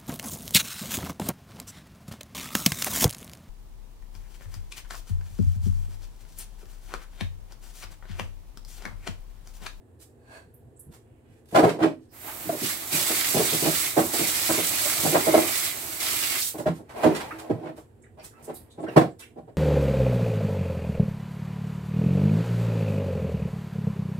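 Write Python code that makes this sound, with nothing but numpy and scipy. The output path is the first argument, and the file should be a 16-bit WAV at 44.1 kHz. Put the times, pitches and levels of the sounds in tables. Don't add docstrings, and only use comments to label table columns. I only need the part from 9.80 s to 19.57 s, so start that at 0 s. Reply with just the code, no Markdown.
import sys
import numpy as np
from scipy import signal
from scipy.fft import rfft, irfft, next_fast_len
from scipy.io import wavfile
from scipy.ndimage import uniform_filter1d

SR = 44100
rng = np.random.default_rng(int(sys.argv[2]) if len(sys.argv) > 2 else 0)


def transcribe(u):
    v = np.clip(np.atleast_2d(u).T, -1, 1)
    q = np.round(v * 32767).astype(np.int16)
    wavfile.write(sys.argv[1], SR, q)


N = 430857
RING = 2 ** 14

# start in seconds, contact length in seconds,
# strength in dB, hardness in dB, thump over the strength in dB, note of the spot struck in Hz,
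# that note over the rest in dB.
KNOCKS = [(1.725, 0.029, -36.5, -1.5, 0, 323, -4), (1.746, 0.034, -17, 7, -18, 642, -0.5),
          (1.773, 0.032, -15.5, 1, -28, 316, -3), (1.83, 0.027, -16.5, -0.5, -8.5, 642, -4),
          (1.862, 0.029, -21, -3.5, -13, 425, 1), (1.937, 0.047, -37, -7.5, -10, 440, -4.5),
          (1.989, 0.031, -29.5, 1, -14.5, 690, -4), (2.012, 0.023, -25, -8, -14.5, 319.3, 10),
          (2.028, 0.039, -20, -7.5, -17.5, 323.3, 0), (2.473, 0.034, -46.5, 22, -24, 860, 4),
          (2.654, 0.037, -39.5, -21.5, -3.5, 312, 10.5), (2.691, 0.01, -23.5, -5.5, -19, 662, 6.5),
          (2.722, 0.031, -34, -3, -16.5, 605, -0.5), (2.817, 0.026, -35.5, -17, -6, 293, -13.5),
          (3.121, 0.038, -36, -20, -2, 316, -3), (3.293, 0.035, -33, -4.5, -13.5, 321, -4),
          (3.539, 0.043, -25.5, -4, -5.5, 425, -7), (3.591, 0.032, -22.5, -7, -27.5, 423, 1),
          (3.722, 0.034, -31, -7, -7, 420, -3.5), (3.822, 0.021, -29, -8.5, -5.5, 436, -26),
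          (3.848, 0.041, -25.5, -3, -9, 318.5, -7.5), (4.167, .034, -19, 1.5, -11, 316, -5.5),
          (4.332, 0.031, -32.5, -2, -27.5, 337, -7.5), (4.389, 0.037, -30.5, -8, -11, 343, -6.5),
          (4.692, 0.022, -23.5, 5.5, -8.5, 327, -1), (4.738, 0.016, -30, 7, -15, 322, 4),
          (4.773, 0.032, -29, -9, -19, 266, -3.5), (5.052, 0.021, -35, 9, -18, 613, 2),
          (5.229, 0.02, -37, -0.5, -2, 242, -5), (5.247, 0.028, -25.5, -0.5, -10.5, 318, -9.5),
          (5.323, 0.02, -26, -4, -17.5, 355, 3.5), (5.344, 0.029, -18.5, 4.5, -19, 627, -6.5),
          (5.468, 0.032, -20.5, -5, -20, 630, 0.5), (5.518, 0.015, -28, -4, -19, 316, 3.5),
          (5.539, 0.017, -12.5, -3.5, -34.5, 622, 1), (5.562, 0.028, -22, -2, -29, 316, -5),
          (6.741, 0.033, -36, -2.5, -17, 315, -3), (6.786, 0.03, -33.5, -3, -7.5, 603, -3.5),
          (6.858, 0.035, -23.5, 0.5, -7.5, 618, 1), (6.99, 0.029, -44, -6, -14, 315, -12),
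          (7.139, 0.08, -41.5, 4, -30, 614, -15), (7.231, 0.012, -26.5, 13, -18, 625, -4),
          (7.237, 0.031, -18, -2.5, -16.5, 316, -12), (7.26, 0.017, -16.5, -5.5, -10.5, 256, -9),
          (7.297, 0.037, -30.5, -4, -10.5, 316, -19), (7.521, 0.41, -46, 1.5, -28, 319, -2.5),
          (7.696, 0.026, -24, -10, -8, 306, -18), (7.808, 0.12, -39, -1, -11, 319.6, -3),
          (7.977, 0.018, -45, 3, -16, 319, -4), (8.373, 0.036, -49.5, 9, -17, 615, -5),
          (8.678, 0.037, -35.5, -1, -17.5, 442, -8), (8.977, 0.04, -39, -4.5, -8, 320, -11),
          (9.027, 0.03, -33.5, -4, -15, 317, -3), (9.073, 0.039, -36.5, -3, -9, 452, -8),
          (9.163, 0.024, -10.5, -2, -5.5, 454, -5), (9.21, 0.032, -27, -7, -10, 618, -13),
          (9.56, 0.044, -43.5, -4, -7.5, 312, -12), (9.677, 0.027, -48.5, -1, -10, 463, -11)]
# note in Hz, width in Hz, level in dB.
TUB_MODES = [(119.2, 20, -7), (162.1, 24, -2.5), (247.7, 31, -3), (316, 19, 1.5), (378, 66, -1.5),
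             (425, 41, -5.5), (470, 55, -3), (545.7, 76, -4.5), (625.5, 57, 1), (702.4, 51, -3),
             (784, 170, -4), (938, 80, -10.5), (1100, 90, -8.5)]
# frequency in Hz, level in dB.
CLACK = [(500, -32.5), (1000, 2), (1450, -1), (2200, -8), (3000, -12.5), (4200, -15.5), (6400, -23),
         (7900, -20.5), (16000, -31.5)]
REBOUND_S, REBOUND_DB = .035, -15
CLACK_DB, CLACK_PER_HARDNESS, CLACK_PER_STRENGTH, FIRM_BLOW_DB = -16.5, 0.88, 0.15, -25
HUM_HZ, HUM_WIDTH_HZ, HUM_DB = 324, 7.8, -8.5

# frequency in Hz, level in dB.
HISS = [(900, -31), (2500, -13), (4000, -2.5), (4900, -5.5), (7050, -1.5), (7700, 3), (9000, 0.4),
        (10500, -1), (12200, 0.5), (14000, -5.5), (16000, -0.5)]
SPLATTER = [(500, -23), (900, -17), (1100, -5.5), (1750, -2.5), (2180, 0.5), (2500, -1.5), (3500, -3),
            (5000, -4), (9000, -16.5)]
DRUM = [(30, -33), (65, -3), (110, -0.5), (200, -8), (320, 1.5), (480, -8.5), (650, -1.5), (850, -2.5),
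        (1300, -3.5), (3000, -25)]
MIST = [(900, -7.5), (2100, 1.5), (5000, -15), (6800, -7.5), (8000, -3), (10500, -4), (12300, 5),
        (14000, -0.5), (16000, 1.5)]
MIST_DB = -40
TAP_OPEN_S, TAP_CLOSE_S, OPEN_DB_PER_S, CLOSE_DB_PER_S = 2.462, 6.69, 103, 174
FIRST_WATER_S, BURST_DB_PER_S = 2.335, 598
BARE_HISS_DB, BARE_SPLATTER_DB, BARE_DRUM_DB = -36, -44.5, -47
WEAK_START_DB, PRESSURE_S = -10.5, 0.39
# start in seconds, end in seconds,
# hiss of the jets in dB, splatter on hollow plastic in dB, drumming on the tub in dB,
# ring of the stool in dB, speed of the rise in dB per second.
PASSES = [(2.851, 2.904, -30, -36, -46, -58.5, 147), (3.131, 3.34, -26.5, -31.5, -39.5, -45.5, 452.5),
          (3.33, 4.062, -27, -33.5, -41.5, -51.5, 450), (4.185, 4.278, -31.5, -50, -40.5, -64, 124),
          (4.338, 5.343, -27, -33.5, -41, -50, 401), (5.36, 5.68, -29.5, -37.5, -36.5, -39, 403),
          (5.75, 5.865, -28, -34, -49, -42.5, 34), (6.209, 6.563, -29, -33.5, -44, -47, 450),
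          (6.58, 6.673, -29, -47, -46.5, -61, 200)]
LEAVE_DB_PER_S = 100
HEAVY_LEAD_S = 0.092

# start in seconds, end in seconds,
# level in dB before a small trim.
SLIDES = [(7.188, 7.413, -38), (8.612, 8.686, -56), (9.122, 9.158, -48)]
SLIDE_RISE_DB_PER_S, SLIDE_FALL_DB_PER_S, SET_DOWN_S = 229, 52, 9.17
# frequency in Hz, level in dB.
RUSTLE = [(50, -7), (200, 1), (400, 5), (900, 6), (1500, -5.5), (2000, -2.5), (2700, -8.5), (3400, -14),
          (4300, -14.5), (6500, -20), (8200, -18), (12000, -19), (16000, -23)]
# note in Hz, width in Hz, level in dB.
SHELL_MODES = [(640, 250, 8), (1000, 200, 2), (1610, 83, 9.5), (2140, 200, -5), (2590, 180, -1),
               (3300, 200, -21), (4350, 180, -1), (8200, 2200, -12)]
# start in seconds, length in seconds before easing in,
# level in dB before a common trim, centre in Hz, width in octaves.
RUBS = [(0.194, 0.043, -54, 8700, 1.55), (0.742, .006, -57, 12500, .28), (0.963, 0.018, -62, 7900, .15),
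        (0.994, 0.0092, -48, 10500, 0.33), (1.111, 0.059, -56.5, 6000, 2.5), (1.2, 0.25, -80, 2500, .35),
        (1.42, 0.22, -73.5, 2430, 0.63), (1.466, 0.16, -75, 7040, 1.4), (1.661, 0.28, -52, 8040, 2.1),
        (1.892, 0.014, -32.5, 2430, 1.46), (2.019, 0.033, -28.5, 1820, 1.2),
        (2.192, 0.078, -74.5, 5000, 1.03), (2.287, 0.052, -70, 5150, 0.21),
        (6.609, 0.026, -31.5, 4870, 0.58), (6.778, 0.033, -43.5, 7000, 2.9), (6.928, 0.063, -56, 7000, 2.5),
        (7.089, 0.041, -46, 1580, 2.1), (7.347, 0.026, -34, 3300, 1.6), (7.397, 0.027, -37.5, 2580, 1.4),
        (7.504, 0.022, -42, 1820, 0.43), (7.586, 0.019, -43, 3500, 2.4), (7.845, 0.044, -49, 1840, 0.97),
        (7.954, 0.056, -54, 7950, 5.6), (8.23, 0.047, -61, 1940, 0.35), (8.218, 0.026, -64, 7600, 0.29),
        (8.393, 0.023, -62, 4900, 0.2), (8.394, 0.02, -61, 2640, 0.29), (8.409, .04, -57, 1930, 2.5),
        (8.429, 0.036, -46, 8200, 1.56), (8.497, 0.12, -65, 1500, 0.68), (8.624, 0.037, -50.5, 9100, 0.76),
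        (8.737, 0.042, -46, 12000, 0.61), (8.682, .045, -64, 1870, .3), (8.745, 0.031, -59, 4230, 0.32),
        (8.901, 0.032, -63.5, 3760, 0.22), (8.902, 0.031, -63, 7600, 0.49), (8.992, 0.053, -62, 8060, 0.34),
        (9.064, 0.025, -45.5, 1650, .45), (9.084, 0.02, -54, 2640, 0.15), (9.087, 0.014, -64, 3900, .15),
        (9.308, 0.022, -70, 7550, .15), (9.389, .02, -58, 3670, .2), (9.391, 0.028, -48, 8100, 1.9),
        (9.414, 0.033, -52, 2520, 0.45), (9.417, 0.012, -57, 1650, 0.28)]
# frequency in Hz, level in dB.
SHEEN = [(800, 18), (2700, 1.5), (3500, 1.5), (4300, 0.5), (6600, -1.5), (7800, 3), (11500, -0.5),
         (13500, -2), (16000, -10)]
# start in seconds, length in seconds, level in dB,
# start pitch in Hz, end pitch in Hz.
SQUEAKS = [(7.505, 0.025, -41, 1047, 1490), (8.235, 0.023, -68, 1780, 1950),
           (8.398, .035, -64.5, 2330, 2480), (8.534, .07, -63.5, 1270, 1350),
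           (9.071, .022, -50, 1650, 1470), (9.08, 0.024, -52, 2870, 2730), (9.408, 0.047, -57, 2560, 2790)]
# start in seconds, level in dB before a common trim.
STEPS = [(0.649, -49), (0.8, -48), (.86, -49), (1.061, -37.5), (1.299, -50), (1.491, -48), (8.168, -51.5),
         (8.312, -53), (8.43, -47), (8.619, -46), (8.78, -45)]
# frequency in Hz, level in dB.
AIR = [(15, -30), (25, -21), (82, 3), (125, 2), (185, -22), (232, -1.5), (270, -7.5), (405, -5), (516, -9),
       (560, -18), (677, -14.5), (1290, -30), (1750, -27), (2150, -37.5), (2700, -35.5), (5880, -46.5),
       (7920, -35.5), (16000, -47)]
AIR_DB = -55.5

# frequency in Hz, time to fall by 60 dB in seconds.
ROOM_DECAY = [(100, 0.2), (300, 0.3247), (700, 0.1744), (2000, 0.21), (8000, 0.24), (16000, 0.22)]
# frequency in Hz, likeness (1 is identical).
LIKENESS = [(60, 0.89), (150, 0.9), (300, 0.78), (550, .55), (1000, 0.027), (4000, 0.033), (16000, 0.14)]
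# frequency in Hz, left minus right in dB.
BALANCE = [(60, 1.3), (130, -1), (280, -4), (600, -0.5), (1300, -2), (2400, -7), (4400, 0), (8100, -6.5),
           (15000, -5)]
EDGE_HZ = 15850


def knocks(thump_hz=205, body_hz=930, hard_hz=480, sharp_s=0.019, scrape_s=0.028, uneven_db=1.5):
    hz, out = bins(RING) + 1, np.zeros((2, N))
    tub = resonances(TUB_MODES, hz, between_db=-33.5)
    low = 1 / np.sqrt(1 + (hz / thump_hz) ** 14) / np.sqrt(1 + (100 / hz) ** 8)
    body = 1 / np.sqrt(1 + (220 / hz) ** 12) / np.sqrt(1 + (hz / body_hz) ** 12)
    gap = np.zeros(round(REBOUND_S * SR))
    mode_hz, _, mode_db = np.transpose(TUB_MODES)
    for s, length, db, hardness_db, weight_db, note_hz, note_db in KNOCKS:
        length = max(length, .005)
        first = min((sharp_s / length) ** 2, 1)
        force = contact(0.854 * length, slips_per_s=900, first=first)
        rebound = contact(0.854 * length, slips_per_s=900, first=first)
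        force = np.r_[force, gap] + gain_of(REBOUND_DB) * np.r_[gap, rebound]
        blow = heard(force, room(early_t60=0.05, tail_db=-11.5, swell_s=0.0047))
        tilt = gain_of(.5 * hardness_db * np.tanh(3 * np.log2(hz / hard_hz)))
        clack_db = CLACK_DB + CLACK_PER_HARDNESS * hardness_db
        clack_db += CLACK_PER_STRENGTH * (db - FIRM_BLOW_DB)
        hollow_db = db - 10 * np.log10(1 + gain_of(note_db) ** 2)
        scraped = 1 / (1 + (scrape_s / length) ** 2)
        struck = np.arange(len(TUB_MODES)) == np.argmin(abs(mode_hz - note_hz))
        power = struck * gain_of(hollow_db + note_db) ** 2
        for band, band_db in ((body * tilt, hollow_db), (low, db + weight_db)):
            uneven = mode_db + uneven_db * rng.standard_normal(len(TUB_MODES))
            sizes = np.interp(mode_hz, hz, band) * gain_of(uneven)
            power = power + (1 - scraped) * (gain_of(band_db) * sizes / np.linalg.norm(sizes)) ** 2
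            scrape = at_level(colour(blow, tub * band), length, band_db)
            add(out, s - .005, np.sqrt(scraped) * scrape)
        add(out, s, tub_ring(np.where(struck, note_hz, mode_hz), np.sqrt(power), length))
        clack = colour(blow, gain_of(read(CLACK, hz)))
        add(out, s - .002, at_level(clack, length, db + clack_db))
    hum = signal.lfilter(*signal.iirpeak(HUM_HZ, HUM_HZ / HUM_WIDTH_HZ, fs=SR), out)
    return out + gain_of(HUM_DB) * hum


def tub_ring(mode_hz, sizes, length, rise_s=0.0038, sag_s=0.11, echo_db=-15, waver=0.024, apart_hz=800):
    t = np.arange(RING) / SR
    hz, width = mode_hz[:, None], np.array(TUB_MODES)[:, 1:2]
    driven = np.exp(-t / sag_s - np.pi * width * np.maximum(t - length, 0))
    echo = gain_of(echo_db - 60 * t / read(ROOM_DECAY, hz))
    swell = (1 - np.exp(-(t / rise_s) ** 2)) * (driven + echo)
    count = int((length + .01) * SR)
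    swell /= np.sqrt(np.mean(swell[:, :count] ** 2, 1, keepdims=True) / 2)
    bend = waver * evened(uniform_filter1d(rng.standard_normal(RING), size=300)) * (t < length)
    phase = 2 * np.pi * (hz * np.cumsum(1 + bend) / SR + rng.random(hz.shape))
    apart = (rng.standard_normal(len(hz)) * mode_hz / apart_hz) * np.array([[.5], [-.5]])
    return ((sizes * np.exp(1j * apart)) @ (swell * np.exp(1j * phase))).real


def shower(hiss_db=-0.06, splatter_db=-0.38, flutter_db=.5, splash_db=0.5, throb_db=1.5,
           sway_db=0.37, hollow=0.37):
    hiss, splatter, drum, ring = spray_levels()
    jets = patter(per_s=3500, uneven_db=3.5, wash_db=-2.5, count=5)
    drops = patter(per_s=1700, uneven_db=2.5, wash_db=-5.5, count=5)
    mist = MIST_DB + held_db(TAP_OPEN_S, TAP_CLOSE_S, OPEN_DB_PER_S, CLOSE_DB_PER_S)
    hz = np.geomspace(30, 3000, 400)
    tub_db = 20 * np.log10(resonances(TUB_MODES, hz, between_db=-10))
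    drummed_tub = np.c_[hz, read(DRUM, hz) + hollow * tub_db]
    water = gain_of(hiss + hiss_db + sway_db * wander(per_s=8.5)) * shaped(jets, HISS)
    water += gain_of(mist) * shaped(rng.standard_normal((2, N)), MIST)
    splashes = shifting(shaped(drops, SPLATTER), depth_db=1.2, patch_hz=700, patch_s=.025)
    water += gain_of(splatter + splatter_db + splash_db * wander(per_s=22)) * splashes
    water += gain_of(ring) * stool_ring(drops)
    drumming = shaped(rng.standard_normal((2, N)), drummed_tub)
    water += gain_of(drum + throb_db * wander(per_s=13)) * drumming
    burst_db = held_db(FIRST_WATER_S, N / SR, BURST_DB_PER_S, 0)
    return water * gain_of(flutter_db * wander(per_s=38) + burst_db)


def spray_levels():
    since_open = np.maximum(np.arange(N) / SR - TAP_OPEN_S, 0)
    weak_db = WEAK_START_DB * np.exp(-since_open / PRESSURE_S)
    levels = np.array([BARE_HISS_DB + weak_db, BARE_SPLATTER_DB + weak_db,
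                       np.full(N, BARE_DRUM_DB), np.full(N, -np.inf)])
    for start, end, *tops, rise_db_per_s in PASSES:
        swell_db = held_db(start, end, rise_db_per_s, LEAVE_DB_PER_S)
        levels = np.maximum(levels, np.array(tops)[:, None] + swell_db)
    fine = held_db(TAP_OPEN_S, TAP_CLOSE_S, OPEN_DB_PER_S, CLOSE_DB_PER_S)
    heavy = held_db(TAP_OPEN_S, TAP_CLOSE_S - HEAVY_LEAD_S, OPEN_DB_PER_S, CLOSE_DB_PER_S)
    return levels + [fine, heavy, heavy, heavy]


def patter(per_s, uneven_db, wash_db, count=1, spots_per_s=14):
    hits = rng.standard_normal(N) * (rng.random(N) < per_s / SR)
    hits *= gain_of(uneven_db * np.minimum(rng.exponential(1, N), 4))
    spot = np.floor(spots_per_s * np.arange(N) / SR + rng.random(N)) % count
    near = np.zeros((2, N))
    for k in range(count):
        reflections = room(early_t60=0.05, tail_db=-9.0, swell_s=0.00089)[:, :RING // 2]
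        near += signal.oaconvolve((hits * (spot == k))[None], reflections, axes=1)[:, :N]
    return evened(near) + gain_of(wash_db) * rng.standard_normal((2, N))


def shifting(pair, depth_db, patch_hz, patch_s):
    z = signal.stft(pair, SR, nperseg=512)[2]
    field = rng.standard_normal(z.shape[1:])
    for _ in range(2):
        field = uniform_filter1d(field, max(int(patch_hz * 512 / SR), 1), axis=0)
        field = uniform_filter1d(field, max(int(patch_s * SR / 256), 1), axis=1)
    return signal.istft(z * gain_of(depth_db * evened(field)), SR, nperseg=512)[1][:, :N]


def stool_ring(drops, centre_hz=2200, width_hz=520, drift=0.017):
    note_hz = centre_hz * (1 + drift * wander(per_s=7.5))
    turn = np.exp(2j * np.pi * np.cumsum(note_hz) / SR)
    ring = signal.lfilter(*signal.butter(2, width_hz / 2, fs=SR), drops / turn)
    return evened((ring * turn).real)


def handling(level_db=-0.5, release_db_per_s=250):
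    grip = np.zeros(N)
    for start, end, db in SLIDES:
        grip += gain_of(db + held_db(start, end, SLIDE_RISE_DB_PER_S, SLIDE_FALL_DB_PER_S))
    carried_db = held_db(0, SET_DOWN_S, 0, release_db_per_s)
    rustle = shaped(patter(per_s=2200, uneven_db=3.5, wash_db=1.0), RUSTLE)
    return grip * gain_of(level_db + carried_db) * rustle


def drag(level_db=-50, start_s=0.54, end_s=0.57, rise_db_per_s=190, fall_db_per_s=185):
    swell_db = held_db(start_s, end_s, rise_db_per_s, fall_db_per_s)
    hz = np.geomspace(200, 16000, 400)
    shell_db = 20 * np.log10(resonances(SHELL_MODES, hz, between_db=-37))
    ring = np.r_[[(50, -40)], np.c_[hz, shell_db]]
    return gain_of(level_db + swell_db) * shaped(patter(per_s=1300, uneven_db=0, wash_db=-1.0), ring)


def rubs(level_db=-3.0, ease_s=.003):
    hz, out = bins(RING) + 1, np.zeros((2, N))
    for s, length, db, centre_hz, width in RUBS:
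        length = length + ease_s
        force = contact(length, slips_per_s=1500, first=.05, taper=0.54)
        stroke = heard(force, room(early_t60=0.024, tail_db=-14.5, swell_s=0.0034))
        octaves_away = np.log2(hz / centre_hz)
        band = gain_of(read(SHEEN, hz)) / (1 + .5 * (octaves_away / width) ** 2) ** 2
        add(out, s - .006, at_level(colour(stroke, band), length, db + level_db))
    return out


def squeaks(overtone_db=-13, jitter=.025, room_db=-2):
    out = np.zeros((2, N))
    for s, length, db, start_hz, end_hz in SQUEAKS:
        count = int(max(length, .005) * SR)
        unsteady = evened(uniform_filter1d(rng.standard_normal(count), size=30))
        pitch = np.linspace(start_hz, end_hz, count) * (1 + jitter * unsteady)
        phase = 2 * np.pi * np.cumsum(pitch) / SR
        tone = np.sin(phase) + gain_of(overtone_db) * np.sin(2 * phase)
        tone *= signal.windows.tukey(count, .7)
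        echo = heard(np.ones(1), room(early_t60=0.064, tail_db=-11, swell_s=.004))
        echo = gain_of(room_db) * echo / np.linalg.norm(echo[0])
        squeak = signal.fftconvolve(echo, tone[None], axes=1)
        add(squeak, 0, np.array([tone, tone]))
        add(out, s, at_level(squeak, length, db))
    return out


def steps(top_hz=150, length=0.045, level_db=-9.0):
    hz, out = bins(RING) + 1, np.zeros((2, N))
    dull = 1 / np.sqrt(1 + (hz / top_hz) ** 6) / np.sqrt(1 + (65 / hz) ** 6)
    for s, db in STEPS:
        force = contact(length, slips_per_s=250, first=0.5)
        push = heard(force, room(early_t60=0.068, tail_db=-16.0, swell_s=0.0058))
        add(out, s, at_level(colour(push, dull), length, db + level_db))
    return out


def air():
    return gain_of(AIR_DB) * shaped(rng.standard_normal((2, N)), AIR)


def contact(length, slips_per_s, first, taper=.5):
    count = max(int(length * SR), 64)
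    force = rng.standard_normal(count) * (rng.random(count) < slips_per_s / SR)
    force *= signal.windows.tukey(count, taper)
    force /= np.linalg.norm(force) + 1e-9
    force[0] += first
    return force


def room(early_t60, tail_db, swell_s):
    hz, t, z = signal.stft(rng.standard_normal((2, RING)), SR, nperseg=256)
    fading = z * gain_of(-60 * t / read(ROOM_DECAY, hz)[:, None])
    tail = signal.istft(fading, SR, nperseg=256)[1][:, :RING]
    age = np.arange(RING) / SR
    early = rng.standard_normal((2, RING)) * gain_of(-60 * age / early_t60)
    return (early + gain_of(tail_db) * tail) * (1 - np.exp(-(age / swell_s) ** 2))


def heard(force, response):
    pair = spread(signal.fftconvolve(response, force[None], axes=1)[:, :RING])
    total = np.r_[0, np.cumsum(abs(rfft(pair.mean(0))) ** 2)]
    k = np.arange(len(total) - 1)
    half = 12 + k // 10
    lo, hi = np.maximum(k - half, 0), np.minimum(k + half, len(k))
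    band_energy = total[hi] - total[lo] + 1e-12
    gain = np.sqrt(total[-1] / len(k) * (hi - lo) / band_energy)
    return colour(pair, uniform_filter1d(gain, size=13))


def spread(pair):
    size = next_fast_len(pair.shape[1], True)
    a, b = rfft(pair, size)
    same = np.clip(read(LIKENESS, bins(size)), -1, 1)
    mid, side = a * np.sqrt(1 + same), b * np.sqrt(1 - same)
    return irfft(np.array([mid + side, mid - side]), size)[:, :pair.shape[1]]


def shaped(pair, spectrum):
    size = next_fast_len(N, True)
    gain = gain_of(read(spectrum, bins(size)))
    out = irfft(rfft(spread(pair), size) * gain, size)[:, :N]
    return out / out.mean(0).std()


def resonances(modes, hz, between_db):
    power = sum(gain_of(db) ** 2 / (1 + (2 * (hz - f) / width) ** 2) for f, width, db in modes)
    return np.sqrt(power + gain_of(between_db) ** 2)


def colour(x, gain):
    log_gain = np.log(np.maximum(gain, 1e-5))
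    response = np.exp(np.conj(signal.hilbert(np.r_[log_gain, log_gain[-2:0:-1]])))
    return irfft(rfft(x) * response[:len(gain)])


def wander(per_s):
    t = np.arange(0, N, 128) / SR
    curve = sum(np.sin(2 * np.pi * (per_s * f * t + rng.random())) for f in np.geomspace(.1, 1, 12))
    return np.interp(np.arange(N) / SR, t, evened(curve))


def held_db(start, end, rise_db_per_s, fall_db_per_s):
    t = np.arange(N) / SR
    before = rise_db_per_s * np.maximum(start - t, 0)
    after = fall_db_per_s * np.maximum(t - end, 0)
    return np.maximum(-before - after, -200)


def at_level(sound, length, db):
    count = int((length + .01) * SR)
    return sound * gain_of(db) / (sound.mean(0)[:count].std() + 1e-12)


def add(mix, s, sound):
    part = mix[:, max(round(s * SR), 0):][:, :sound.shape[1]]
    part += sound[:, :part.shape[1]]


def gain_of(db):
    return 10 ** (np.asarray(db) / 20)


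def evened(x):
    return x / np.sqrt(np.mean(x ** 2) + 1e-20)


def read(points, hz):
    f, value = np.transpose(points)
    return np.interp(np.log(hz + 1), np.log(f + 1), value)


def bins(size):
    return np.fft.rfftfreq(size, 1 / SR)


def scene():
    return knocks() + shower() + handling() + drag() + rubs() + squeaks() + steps() + air()


def record(dry):
    size = next_fast_len(N, True)
    lean = gain_of(read(BALANCE, bins(size)))
    sides = np.array([2 * lean, 2 + 0 * lean]) / (1 + lean)
    pair = irfft(rfft(dry, size) * sides, size)[:, :N]
    rounded = pair / (1 + pair ** 6) ** (1 / 6)
    low_pass = signal.firwin(511, EDGE_HZ, window=("kaiser", 9), fs=SR)
    return signal.oaconvolve(rounded, low_pass[None], "same")


dry = scene()
out = record(dry)
transcribe(out)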